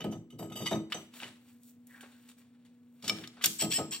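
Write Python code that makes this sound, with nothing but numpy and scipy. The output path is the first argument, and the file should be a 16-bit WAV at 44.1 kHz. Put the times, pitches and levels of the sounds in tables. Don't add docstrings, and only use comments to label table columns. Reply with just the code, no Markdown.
import sys
import numpy as np
from scipy import signal
from scipy.fft import rfft, irfft
from scipy.io import wavfile

SR = 44100
rng = np.random.default_rng(int(sys.argv[2]) if len(sys.argv) > 2 else 0)


def materialize(psi):
    bounded = np.clip(np.atleast_2d(psi).T, -1, 1)
    quanta = np.round(bounded * 32767).astype(np.int16)
    wavfile.write(sys.argv[1], SR, quanta)


N = 176400
T = np.arange(N) / SR

# frequency in Hz, relative level in dB, t60 in seconds.
DISC_MODES = [(1248.4, 1, 0.16), (1985, -7.5, 0.08), (2143, -10.5, 0.1), (2500, -7.5, 0.035),
              (3003, 8.5, 0.054), (3575, -7, 0.078), (3762, -2, 0.052), (4750, -3, 0.08),
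              (6060, -1.5, 0.11), (7710, -7.5, 0.24), (10030, -18.5, 0.15), (11400, -14.5, 0.04),
              (12600, -5.5, 0.035)]
# frequency in Hz, relative level in dB.
CLOTH_SPECTRUM = [(40, -37), (150, -2), (500, -4), (1600, 0.5), (3500, -0.5), (5500, -9.5), (8500, -5.5),
                  (14000, -22)]


def disc_scrapes():
    # start in seconds, level in dB, decay in seconds, tilt in dB per octave, contact in Hz.
    catches = [(0.001, -45, 0.027, -2, 3000), (0.04, -44, 0.0086, 3, 3000),
               (0.108, -55.5, 0.031, 2.5, 5900), (0.122, -46, 0.01, 2, 3040),
               (0.301, -57.5, 0.024, 2, 3040), (0.384, -49, 0.032, 8, 1280), (0.422, -60, 0.038, -1, 1260),
               (0.498, -49.5, 0.0064, 2, 2100), (0.518, -50, 0.016, 0, 3760),
               (0.553, -42.5, 0.052, 4.5, 4700), (0.612, -46.5, 0.048, 6, 3750),
               (0.656, -28, 0.016, -2.5, 2200), (0.708, -35, 0.019, -0.5, 3760),
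               (0.748, -44, 0.0067, -4, 2980), (0.938, -40, 0.017, -0.5, 6000)]
    # Hz, dB.
    grind_spectrum = [(200, -80), (800, -9.5), (2000, -6), (4300, -8.5), (6500, -5.5), (8300, -6),
                      (10800, -19.5), (12200, -8.5), (15500, -43.5)]
    contact_db, contact_octaves = 9, .15

    def scrape(t, decay_s, tilt_db, contact_hz):
        envelope = swell(t, rise_s=decay_s / 10, decay_s=decay_s)
        rub = unit(rng.standard_normal(len(t)) * (.5 + chatter(len(t))))
        modes = [(hz, db + contact_db * np.exp(-(np.log2(hz / contact_hz) / contact_octaves) ** 2), t60)
                 for hz, db, t60 in DISC_MODES]
        ringing = excite(envelope * rub, ring(modes, t, tilt_db))
        grind = envelope * unit(shape(resound(rub, ring_s=.0025), grind_spectrum, tilt_db))
        return amp(-6) * grind + amp(2) * ringing
    return play(catches, scrape)


def disc_clacks():
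    # start in seconds, level in dB, decay in seconds.
    knocks = [(0.017, -43.5, 0.0079), (0.9213, -25, 0.0087), (1.2015, -42, 0.0033), (1.2325, -34, 0.0028),
              (1.24, -44, 0.0082), (2.008, -51, 0.0045), (3.2372, -38.5, 0.01), (3.4118, -42, 0.024)]
    # Hz, dB.
    crack_spectrum = [(600, -32), (1200, -5.5), (3200, -1.5), (4800, -14.5), (7000, -22.5), (15000, -33.5)]

    def clack(t, decay_s):
        crack = unit(shape(rng.standard_normal(len(t)), crack_spectrum))
        crack *= swell(t, rise_s=.00013, decay_s=decay_s)
        return crack + amp(-5) * excite(crack, ring(DISC_MODES, t))
    return play(knocks, clack)


def shaft_clunks():
    # start in seconds, level in dB, tilt in dB per octave (also favours knock over boom).
    knocks = [(0.001, -42, -3), (0.041, -29.5, -3), (0.122, -36.5, -3), (0.325, -48.5, -10.5),
              (0.392, -37.5, -1.5), (0.422, -38.5, -2), (0.51, -42.5, -3), (0.556, -40.5, -0.5),
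              (0.602, -34.5, -2), (0.712, -23.5, 0.5), (0.738, -50, 11.5), (0.945, -38.5, 3.5),
              (1.24, -51, 0), (3.035, -43, -3), (3.092, -35.5, -0.5), (3.18, -45, -4.5), (3.445, -41, -2.5),
              (3.616, -29, 0), (3.64, -35, -3.5), (3.781, -28.5, 2.5)]
    # Hz, dB, t60 in seconds.
    body_modes = [(116, 1, .35), (166, 3, .35), (213, 10, .38), (323, 10, .42), (381, 7, .25),
                  (441, 8.5, .22), (624, 13, .14), (1263, 7, .2)]
    # Hz, dB.
    knock_spectrum = [(30, -54), (100, -21), (250, -6.5), (400, -3.5), (700, 1), (1000, -10.5), (1400, -18),
                      (2500, -22.5), (6000, -40)]
    boom_spectrum = [(40, -51), (55, -21), (75, -17.5), (110, -2.5), (210, 0), (300, -5.5), (500, -13),
                     (1500, -86.5)]

    def clunk(t, tilt_db):
        knock = grit(len(t), knock_spectrum, rough_db=-2.5) * swell(t, rise_s=.0018, decay_s=.029)
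        boom = grit(len(t), boom_spectrum, rough_db=.5) * swell(t, rise_s=.024, decay_s=.044)
        ringing = ring(body_modes, t, tilt_db) * (1 - np.exp(-t / .024))
        return amp(-4.5 + tilt_db) * knock + amp(-7 - tilt_db) * boom + amp(2.5) * ringing
    return play(knocks, clunk)


def socket_clanks():
    # start in seconds, level in dB, decay in seconds, tilt in dB per octave, ring in dB.
    strikes = [(3.024, -49, 0.041, -2, -4), (3.042, -43, 0.055, -2.5, -1.5), (3.0785, -28.5, 0.011, -2, -1),
               (3.0955, -28, 0.005, -1.5, 7.5), (3.1845, -47, 0.0075, -7, -9),
               (3.2741, -43.5, 0.0036, -1.5, -1), (3.369, -54.5, 0.071, -13, -22),
               (3.4208, -43, 0.03, 2, -12), (3.4392, -17, 0.0085, -1.5, -23), (3.4428, -24.5, .007, 9, -9),
               (3.4578, -12.5, 0.0028, 8.5, -27), (3.462, -29.5, 0.01, -2.5, -18),
               (3.472, -39.5, 0.089, 7, -27)]
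    # Hz, dB, t60 in seconds.
    socket_modes = [(1238, -4, .12), (2320, -1, .08), (3015, 2, .04), (3700, -2, .025), (4398, -3, .025),
                    (5378, 3, .055), (7041, -6, .04)]
    # Hz, dB.
    crack_spectrum = [(150, -26), (600, -18.5), (950, -14.5), (1400, -5), (2100, -5.5), (3400, 4),
                      (6000, 0.5), (8000, 1), (10500, -7), (14000, -7.5), (16000, -19)]

    def clank(t, decay_s, tilt_db, ring_db):
        crack = grit(len(t), crack_spectrum, rough_db=1, tilt_db=tilt_db)
        crack *= swell(t, rise_s=.00062, decay_s=decay_s)
        ringing = ring(socket_modes, t, tilt_db / 2) * (1 - np.exp(-t / .00017))
        return crack + amp(ring_db) * ringing
    return play(strikes, clank)


def impact_tool():
    # start and length in seconds, target turns per second, relative dB of gears, whine, ring.
    pulls = [(3.586, .04, 445, -28.5, -41, -37), (3.701, .07, 390, -31.5, -39, -38),
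             (3.909, .04, 255, -34, -47, -40)]
    # multiple of the shaft speed, level in dB.
    whine_partials = [(5, -11), (8, -9), (11, -12), (14, -6), (20, 0), (22, -8)]
    # Hz, dB, t60 in seconds.
    tool_modes = [(4450, -10, .04), (5375, -7, .06), (7300, -2, .09), (7470, -1, .15), (7615, -1, .28),
                  (7760, 0, .12)]
    # Hz, dB.
    gear_spectrum = [(900, -14.5), (1700, -2), (3300, 2.5), (4800, 2.5), (6500, -2.5), (7900, 3.5),
                     (9500, 0.5), (11200, -9), (14300, -1), (16000, -17)]
    housing_spectrum = [(1500, -6), (3050, 0), (3900, -5), (5350, 0), (6800, -8), (7400, 10), (7750, 13),
                        (8200, -2)]
    spin_up_s, brake_s, gear_rise_s, gear_fall_s, housing_ring_s = .017, .036, .014, .016, .0016
    coast_db = -7
    shaft_hz, load, whine_level, jolt = np.zeros((4, N))
    for start, length, top_hz, gear_db, whine_db, ring_db in pulls:
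        since_pull, since_release = np.maximum(T - start, 0), np.maximum(T - start - length, 0)
        speed = (1 - np.exp(-since_pull / spin_up_s)) * np.maximum(1 - (since_release / brake_s) ** 2, 0)
        fade = np.exp(-since_release / gear_fall_s)
        driven = (1 - np.exp(-(since_pull / gear_rise_s) ** 2)) * fade
        shaft_hz += top_hz * speed
        load += amp(gear_db + coast_db * speed ** 2) * driven
        whine_level += amp(whine_db) * speed * driven
        jolt += amp(ring_db + coast_db * speed) * (since_pull > 0) * fade
    angle = phase(shaft_hz * (1 + .007 * walk(400)))
    teeth = amp(-2) * gear_mesh(angle) * np.sqrt(shaft_hz / shaft_hz.max())
    rasp = amp(-3) * rng.standard_normal(N)
    force = load * (teeth + rasp) * unit(.5 + chatter(N))
    gears = unit(shape(resound(force, housing_ring_s), gear_spectrum)) * np.std(force)
    tones = whine_level * sum(amp(db + 2 * walk(300)) * np.sin(k * angle) for k, db in whine_partials)
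    whine = shape(tones + resound(tones, housing_ring_s), housing_spectrum)
    ringing = excite(jolt * rng.standard_normal(N), ring(tool_modes, T[:SR]))
    return gears + whine + ringing


def gear_mesh(angle, count=38):
    return sum(np.sin(k * angle + 2 * np.pi * rng.random()) for k in range(1, count)) / np.sqrt(count / 2)


def handling_ticks():
    # start in seconds, level in dB, decay in seconds, tilt in dB per octave.
    scuffs = [(1.134, -53, 0.04, 1), (1.222, -44, 0.023, -3.5), (1.632, -55.5, 0.0028, 12.5),
              (1.8686, -52.5, 0.0046, 16.5), (2.0065, -52.5, 0.014, 6.5), (2.028, -49.5, 0.021, -4.5),
              (2.285, -53.5, 0.016, 5), (2.311, -58, 0.0067, 2.5), (2.648, -64.5, 0.026, 1)]

    def tick(t, decay_s, tilt_db):
        scuff = grit(len(t), CLOTH_SPECTRUM, rough_db=3, tilt_db=tilt_db)
        return scuff * swell(t, rise_s=.0035, decay_s=decay_s)
    return play(scuffs, tick)


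def clothes():
    # time in seconds, dull rub in dB, bright hiss in dB.
    rustle = [(0.9, -55.5, -142), (0.98, -58.5, -58.5), (1.11, -71, -79), (1.17, -52.5, -51.5),
              (1.22, -51, -64), (1.27, -51.5, -74), (1.39, -71.5, -77), (1.5, -66.5, -65),
              (1.59, -78.5, -75.5), (1.69, -73, -55.5), (1.77, -84, -84), (1.86, -78.5, -81),
              (1.9, -68, -63), (2.06, -64.5, -72), (2.24, -69.5, -70), (2.3, -61, -65), (2.36, -84, -83),
              (2.39, -65, -60.5), (2.5, -77, -105), (2.92, -83, -78.5), (3.1, -56.5, -68), (3.21, -54, -60),
              (3.34, -64, -91)]
    # time in seconds, level in dB, centre in Hz.
    sleeve = [(1.87, -82, 2013), (1.91, -59.5, 1834), (1.96, -54.5, 1694), (2.02, -59.5, 1563),
              (2.2, -78, 1546)]
    # Hz, dB.
    hiss_spectrum = [(800, -41), (3000, -15), (5500, -14), (8000, -5.5), (11000, -11), (14000, -9),
                     (16000, -8)]
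    rub = grit(N, CLOTH_SPECTRUM, rough_db=2) * amp(curve(rustle) + 2.4 * walk(60))
    hiss = grit(N, hiss_spectrum, rough_db=4) * amp(curve(rustle, column=2))
    band = unit(shape(rng.standard_normal(N), [(100, 8), (250, -2), (700, -6), (3000, -29)]))
    swish = unit(band * np.sin(phase(curve(sleeve, column=2)))) * amp(curve(sleeve))
    return (rub + hiss) * (T > rustle[0][0]) + swish * (T > sleeve[0][0]) * (T < sleeve[-1][0])


def room_tone():
    # multiple of hum_hz, relative level in dB.
    hum_partials = [(1, -26), (2, -0.5), (4, -22.5)]
    # Hz, dB.
    air_spectrum = [(25, -67), (105, -10), (180, -13), (212, -18), (242, -2), (344, -23.5), (476, -22),
                    (591, -27.5), (1440, -35), (1940, -37), (14000, -60), (16000, -37.5)]
    hum_hz = 120.54
    angle = phase(hum_hz * (1 + .0025 * walk(8.45)))
    hum = unit(sum(amp(db) * np.sin(k * angle) for k, db in hum_partials))
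    hum *= amp(-57 + .6 * walk(9.6))
    return hum + amp(-64.5) * unit(shape(rng.standard_normal(N), air_spectrum))


def wheel_arch(x):
    t, lead = T[:SR // 20], SR // 200
    echoes = rfft(rng.standard_normal(len(t)) * swell(t, rise_s=.00051, decay_s=.00089))
    all_pass = np.roll(irfft(echoes / np.abs(echoes), len(t)), lead)
    return signal.fftconvolve(x, all_pass)[lead:N + lead]


def garage(x, low_t60_s=.5, high_t60_s=.39):
    t = T[:SR // 2]
    noise = rng.standard_normal(len(t))
    low = signal.sosfilt(signal.butter(2, 2500, fs=SR, output="sos"), noise)
    tail = low * amp(-60 * t / low_t60_s) + (noise - low) * amp(-60 * t / high_t60_s)
    tail *= 1 - np.exp(-t / .0009)
    return amp(-15) * signal.fftconvolve(x, tail / np.linalg.norm(tail))[:N]


def amp(db):
    return 10 ** (np.asarray(db) / 20)


def unit(x):
    return x / np.sqrt(np.mean(x ** 2))


def phase(hz):
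    return 2 * np.pi * np.cumsum(hz) / SR


def curve(rows, column=1):
    rows = np.array(rows)
    return np.interp(T, rows[:, 0], rows[:, column])


def shape(x, spectrum, tilt_db=0, pivot_hz=3000):
    octave = np.log2(np.maximum(np.fft.rfftfreq(len(x), 1 / SR), 20))
    hz, db = np.array(spectrum).T
    gain_db = np.interp(octave, np.log2(hz), db) + tilt_db * np.clip(octave - np.log2(pivot_hz), -2, 2)
    return irfft(rfft(x) * amp(gain_db), len(x))


def grit(size, spectrum, rough_db, tilt_db=0):
    noise = rng.standard_normal(size)
    unevenness = np.repeat(rng.standard_normal(size // 32 + 1), 32)[:size]
    return unit(shape(noise * amp(rough_db * unevenness), spectrum, tilt_db))


def chatter(size, knocks_per_s=330, decay_s=.0011):
    knocks = (rng.random(size) < knocks_per_s / SR) * (.5 + rng.random(size))
    energy = signal.lfilter([1], [1, -np.exp(-2 / decay_s / SR)], knocks ** 2)
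    return unit(np.sqrt(energy + .02))


def walk(points_per_s):
    return np.interp(T * points_per_s, np.arange(1024), rng.standard_normal(1024))


def swell(t, rise_s, decay_s):
    envelope = (1 - np.exp(-t / rise_s)) * np.exp(-t / decay_s)
    return envelope / envelope.max()


def ring(modes, t, tilt_db=0, split=.007):
    hz, db, t60 = np.repeat(np.array(modes), 2, axis=0).T[:, :, None]
    hz = hz * (1 + split * rng.uniform(-.88, 1, hz.shape))
    gain = amp(db + tilt_db * np.log2(hz / hz[0]))
    waves = gain * amp(-60 * t / t60) * np.sin(2 * np.pi * (hz * t + rng.random(hz.shape)))
    return waves.sum(0) / np.sqrt(np.sum(gain ** 2) / 2)


def excite(force, response):
    y = signal.fftconvolve(force, response)[:len(force)]
    return y * np.sqrt(np.sum(force ** 2) / np.sum(y ** 2))


def resound(x, ring_s):
    t = T[:SR // 20]
    return excite(x, rng.standard_normal(len(t)) * np.exp(-t / ring_s))


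def play(rows, sound):
    track, t = np.zeros(2 * N), T[:SR // 2]
    for start, db, *settings in rows:
        i = int(start * SR)
        track[i:i + len(t)] += amp(db) * sound(t, *settings)
    return track[:N]


def scene():
    # frequency in Hz, gain of the side signal in dB.
    width = [(60, 9.5), (200, -37), (400, -19), (1300, -10), (5000, 1), (15000, -7.5)]
    # frequency in Hz, radians by which the left port leads.
    port_lead = [(0, 0.124), (1000, 0.68), (4400, 0.82), (6500, 1.93), (11500, 2.04), (13600, -0.1)]
    near = disc_scrapes() + shaft_clunks() + socket_clanks() + disc_clacks()
    near += handling_ticks() + clothes() + amp(5) * impact_tool()
    floor = room_tone()
    mid = near + garage(near) + floor
    side = shape(amp(-6) * wheel_arch(near + floor) + amp(6) * garage(near), width)
    lag = np.interp(np.fft.rfftfreq(N, 1 / SR), *np.array(port_lead).T)
    right = irfft(rfft(mid - side) * np.exp(-1j * lag), N)
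    return np.array([amp(-1.9) * (mid + side), amp(-2.5) * right])


def record(dry, top_hz=16100):
    return signal.sosfilt(signal.ellip(10, .2, 80, top_hz, fs=SR, output="sos"), dry)


dry = scene()
out = record(dry)
materialize(out)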